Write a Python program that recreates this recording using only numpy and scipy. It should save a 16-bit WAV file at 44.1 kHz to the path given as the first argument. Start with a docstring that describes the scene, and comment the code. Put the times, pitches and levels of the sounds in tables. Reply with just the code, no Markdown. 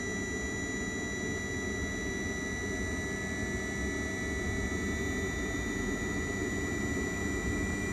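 """Parking heater in an open engine bay

A car's fuel-burning heater runs close by. Its flame roars low through the exhaust, and the chopped
supply of its motor whines at a fixed pitch. The blower slowly speeds up: air rushes in, the blades
whistle and the motor's brushes sing in the housing. Underneath, the coolant pump hums and a few
low drones glide."""
import sys
import numpy as np
from scipy import signal
from scipy.fft import rfft, irfft, next_fast_len
from scipy.io import wavfile

SR = 44100
rng = np.random.default_rng(int(sys.argv[2]) if len(sys.argv) > 2 else 0)


def pcm_store(signal):
    """Save signal as 16-bit PCM."""
    levels = np.round(np.clip(np.atleast_2d(signal), -1, 1) * 32767)
    wavfile.write(sys.argv[1], SR, levels.astype(np.int16).T)


N = 349272
TIME = np.arange(N) / SR

# low gliding notes: start/s, length/s, first f/Hz, last f/Hz, sag midway/Hz, peak level/dB,
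# peak time/share of length
DRONES = [(3.191, 2.4, 63, 84.76, 1, -44.5, 0.7), (4.35, 0.52, 35, 50, -1, -48, 0.55),
          (5.3, 1.17, 53, 53, 9, -44, 0.21)]
# tones of the coolant pump: multiple of its speed, level/dB
PUMP_TONES = [(2, -53), (4, -47.5), (6, -61), (8, -49.5), (10, -69)]
# blower shaft, speeding up steadily with one brief spurt: t/s, speed/(turns per s)
SHAFT_SPEED = [(0.0, 85.63), (2.4, 89.17), (3.2, 90.58), (4.7, 92.88), (5.0, 94.13), (5.8, 95.75),
               (6.8, 97.28), (7.92, 98.9)]
# rush of air before the housing colours it: f/Hz, relative level/dB
AIR_SPECTRUM = [(500, 0.5), (800, -11), (1200, -15.5), (2000, -11), (2700, -25), (4000, -23), (5500, -29),
                (7000, -28.5), (9000, -35), (11000, -39), (13500, -38), (15200, -40.5)]
# pitches that the housing boosts or weakens: f/Hz, width/Hz, gain/dB
HOUSING_PEAKS = [(548, 72, -14.5), (698, 180, 6), (1023, 35, -4.5), (1290, 172, 10.5), (1610, 297, -8.5),
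                 (1746, 100, 9.5), (2360, 145, 10.5), (2700, 68, 6), (3580, 110, 5.5), (4040, 84, -22),
                 (4470, 210, 4), (4630, 66, 6), (5470, 110, 9), (5860, 165, 10), (6230, 170, 5.5),
                 (6510, 200, -9.5), (6950, 800, 15), (7330, 170, -7), (7470, 120, 4.5), (8030, 210, 7.5),
                 (8700, 240, 11), (9150, 240, 5.5), (10640, 340, 4.5), (12400, 620, 2.5), (14100, 250, 4)]
# pitches that the air ducts boost or weaken: f/Hz, width/Hz, gain/dB
DUCT_PEAKS = [(97.3, 2, 15), (295.4, 18, 10.5), (434, 20, 12), (640, 44, 10.5), (1010, 27, -5),
              (1086, 57, 6.5), (1320, 70, 4), (1723, 47, 6), (1788, 150, 9), (2054, 70, -2),
              (2231, 103, 7.5), (2375, 45, 9.5), (3420, 50, -14), (3605, 125, 9)]
# the blower's hums and whistles: multiple of shaft speed, level before the ducts/dB
WHISTLE_TONES = [(1, -61), (3, -55), (5, -62.5), (7, -65), (11, -66), (14, -61.5), (19, -63.5), (24, -62),
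                 (38, -65.5)]
# strong tones of rotor slots and brushes: multiple of shaft speed, level before the housing/dB
STRONG_TONES = [(8, -69.5), (10, -63.5), (13, -70), (16, -66.5), (25, -74.5), (32, -72.5), (33, -81),
                (39, -78), (40, -75), (48, -78), (49, -84), (55, -83), (56, -77.5), (64, -85), (65, -78.5),
                (69, -83), (70, -71), (71, -76), (72, -69.5), (73, -76), (76, -74.5), (77, -84), (78, -78),
                (79, -78), (80, -69.5), (81, -76.5), (82, -77.5), (87, -76), (88, -75), (89, -83),
                (93, -80.5), (95, -78), (96, -77.5), (97, -103), (101, -81.5), (103, -87), (104, -84),
                (105, -87), (112, -86), (120, -82), (128, -81), (134, -90), (136, -81), (144, -87)]
# outline of the weak tones between them: multiple of shaft speed, level before the housing/dB
WEAK_TONES = [(9, -74), (18, -77), (26, -84), (50, -87), (90, -93), (103, -85), (115, -87.5), (140, -93),
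              (155, -96)]
# tones of the whine: multiple of the chopping rate, starting level/dB, change by top speed/dB,
# power that bends this change, slow waver/dB
WHINE_TONES = [(1, -40.6, .3, 1, .15), (2, -53.7, -6.8, 2.4, .5), (3, -49.8, -4, .7, .6), (4, -80, 0, 1, 1),
               (5, -70.3, -5, .8, 1)]
# flame heard through the exhaust: f/Hz, relative level/dB
ROAR_SPECTRUM = [(18, -28), (33, -15), (45, -2.5), (75, -1), (115, -7), (160, -8), (200, -3), (295, -2),
                 (332, -10), (365, -2.5), (435, -7), (470, -23), (550, -29.5), (900, -63)]
# the flame's low, middle and high band: starting level/dB, rise/(dB per extra turn per s), surge/dB
FLAME_RUMBLE = (-53.5, 0.42, 1.7)
FLAME_BOOM = (-45, 0.3, 1.06)
FLAME_BODY = (-40, 0.24, 0.65)


def gain_of(db):
    """Turns decibels into a factor to multiply by."""
    return 10 ** (np.asarray(db) / 20)


def unit_level(x):
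    """Scales a signal to an average strength (rms) of 1."""
    return x / np.sqrt(np.mean(x ** 2) + 1e-20)


def level_at(points, where):
    """Reads between a table's points along straight lines on a log axis."""
    places, levels = np.transpose(points)
    return np.interp(np.log(where + 1), np.log(places + 1), levels)


def resonance_db(peaks, hz):
    """Gain in dB of a set of bell-shaped peaks and hollows."""
    return sum(db * .5 ** ((2 * (hz - centre) / width) ** 2) for centre, width, db in peaks)


def tone(turns):
    """A pure tone of strength 1 that makes one wave per turn."""
    return np.sqrt(2) * np.sin(2 * np.pi * turns)


def noise(shape):
    """Noise of strength 1, with each frequency weighted by shape(hz)."""
    size = next_fast_len(N)
    spectrum = rfft(rng.standard_normal(size)) * shape(np.fft.rfftfreq(size, 1 / SR))
    return unit_level(irfft(spectrum, size)[:N])


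def wander(rate_hz, step=64):
    """A smooth random wobble of strength 1, no faster than about rate_hz."""
    times = TIME[::step]
    hz = np.fft.rfftfreq(len(times), step / SR)
    spectrum = rfft(rng.standard_normal(len(times))) / (1 + (hz / rate_hz) ** 4)
    return np.interp(TIME, times, unit_level(irfft(spectrum, len(times))))


def drift(points=12):
    """A slow random rise and fall over the whole scene."""
    return np.interp(TIME, np.linspace(0, TIME[-1], points), rng.standard_normal(points))


def drone(start, length, first_hz, last_hz, sag_hz, peak_db, peak_at, ends_db=-8, fade_s=0.092):
    """A low gliding note that swells and fades, perhaps an engine some way off."""
    along = np.clip((TIME - start) / length, 0, 1)
    hz = first_hz + (last_hz - first_hz) * along - sag_hz * np.sin(np.pi * along)
    from_peak = np.interp(along, [0, peak_at, 1], [1, 0, 1])
    fade = np.clip(np.minimum(TIME - start, start + length - TIME) / fade_s, 0, 1)
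    loudness = gain_of(peak_db + ends_db * from_peak ** 2) * fade * (1 + 0.11 * wander(11))
    return loudness * tone(np.cumsum(hz) / SR + rng.random())


def coolant_pump(speed_hz=48.68, waver=0.00398, flutter=0.3):
    """The pump hums at a nearly steady speed, strongest at the rate its vanes pass."""
    turns = np.cumsum(speed_hz * (1 + waver * wander(2.9))) / SR
    return sum(gain_of(db) * (1 + flutter * wander(7.6)) * tone(multiple * turns + rng.random())
               for multiple, db in PUMP_TONES)


def air_rush(speedup, turns, start_db=-54.5, db_per_hz=0.2678, low_cut_hz=480, hiss_hz=5000):
    """Air rushes through the housing, louder with speed; the brushes' hiss throbs twice a turn."""
    def shape(hz):
        db = level_at(AIR_SPECTRUM, hz) + 0.68 * resonance_db(HOUSING_PEAKS, hz)
        return gain_of(db) / (1 + (low_cut_hz / (hz + 1)) ** 8)
    rush = noise(shape)
    hiss = signal.sosfiltfilt(signal.butter(2, hiss_hz, "high", fs=SR, output="sos"), rush)
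    throb = 0.16 * np.sin(2 * np.pi * 2 * turns)
    # the level is set for this middle band of the rush
    middle = signal.sosfilt(signal.butter(4, [750, 1600], "band", fs=SR, output="sos"), rush)
    return gain_of(start_db + db_per_hz * speedup) * (rush + throb * hiss) / np.std(middle)


def blade_whistles(speed, turns, flutter=0.11):
    """The rotor hums and its blades chop the air into rising whistles that swell at the ducts' peaks."""
    out = np.zeros(N)
    for multiple, db in WHISTLE_TONES:
        loudness = gain_of(db + resonance_db(DUCT_PEAKS, multiple * speed))
        out += loudness * (1 + flutter * wander(18)) * tone(multiple * turns + rng.random())
    return out


def brushes(speed, turns, bars=8, count=156, flutter=0.026, drift_db=2.3, drift_at_hz=7000):
    """Brushes and rotor slots sing at multiples of the shaft speed, climbing past the housing's peaks."""
    strong = dict(STRONG_TONES)
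    whistle_multiples = [multiple for multiple, _ in WHISTLE_TONES]
    grid_hz = np.arange(0, SR / 2, 10)
    housing_db = resonance_db(HOUSING_PEAKS, grid_hz)
    family_phases = rng.random(count)
    out = np.zeros(N)
    for multiple in np.setdiff1d(np.arange(bars, count), whistle_multiples):
        hz = multiple * speed
        db = strong.get(multiple, level_at(WEAK_TONES, multiple)) + np.interp(hz, grid_hz, housing_db)
        # reflections in the engine bay make the highest tones come and go the most
        db += drift_db * (hz / drift_at_hz) * drift()
        # the contact bars under the brushes run slightly off centre, so each of their tones
        # has a family of side tones, a quarter of a wave apart
        family = round(multiple / bars)
        offset = abs(multiple - family * bars) / 4
        phase = family_phases[family] + offset if multiple in strong else rng.random()
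        out += gain_of(db) * tone(multiple * turns + phase)
    return out * (1 + flutter * wander(71))


def supply_whine(speedup, turns, chop_hz=1964.87, sway=0.09, double_sway=0.021, shimmer=0.051):
    """Chopped current rings the motor at a fixed pitch, swaying each turn and mellowing with speed."""
    angle = 2 * np.pi * turns
    chops = chop_hz * TIME - 0.005 * np.cos(angle)  # each turn bends the wave very slightly
    progress = speedup / speedup.max()
    ring = np.zeros(N)
    for multiple, start_db, change_db, power, waver_db in WHINE_TONES:
        db = start_db + change_db * progress ** power + waver_db * wander(1.6)
        ring += gain_of(db) * tone(multiple * chops + rng.random())
    return ring * (1 + sway * np.sin(angle) + double_sway * np.sin(2 * angle) + shimmer * wander(40))


def flame(speedup, surge_hz=2.4):
    """Swirling fire roars through the exhaust; three bands grow with the blower and surge separately."""
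    def band(low_hz, high_hz, start_db, db_per_hz, surge_db):
        def shape(hz):
            edges = (1 + (low_hz / (hz + 1)) ** 16) * (1 + (hz / high_hz) ** 16)
            return gain_of(level_at(ROAR_SPECTRUM, hz)) / np.sqrt(edges)
        return noise(shape) * gain_of(start_db + db_per_hz * speedup + surge_db * wander(surge_hz))
    return band(0, 58, *FLAME_RUMBLE) + band(58, 130, *FLAME_BOOM) + band(130, 900, *FLAME_BODY)


def scene(jitter=0.0002):
    """One shaft drives the blower's sounds, sways the whine and feeds the flame, over pump and drones."""
    smooth_speed = np.interp(TIME, *np.transpose(SHAFT_SPEED))
    speedup = smooth_speed - smooth_speed[0]  # extra turns per second since the start
    speed = smooth_speed * (1 + jitter * wander(13.4))
    turns = np.cumsum(speed) / SR
    blower = blade_whistles(speed, turns) + brushes(speed, turns) + air_rush(speedup, turns)
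    heater = blower + supply_whine(speedup, turns) + flame(speedup)
    background = coolant_pump() + sum(drone(*row) for row in DRONES)
    return (heater + background)[None]


def record(dry, top_hz=15280):
    """Cuts away the highest treble."""
    low_pass = signal.firwin(1023, top_hz, window=("kaiser", 9), fs=SR)
    return signal.oaconvolve(dry, low_pass[None], "same")


dry = scene()
out = record(dry)
pcm_store(out)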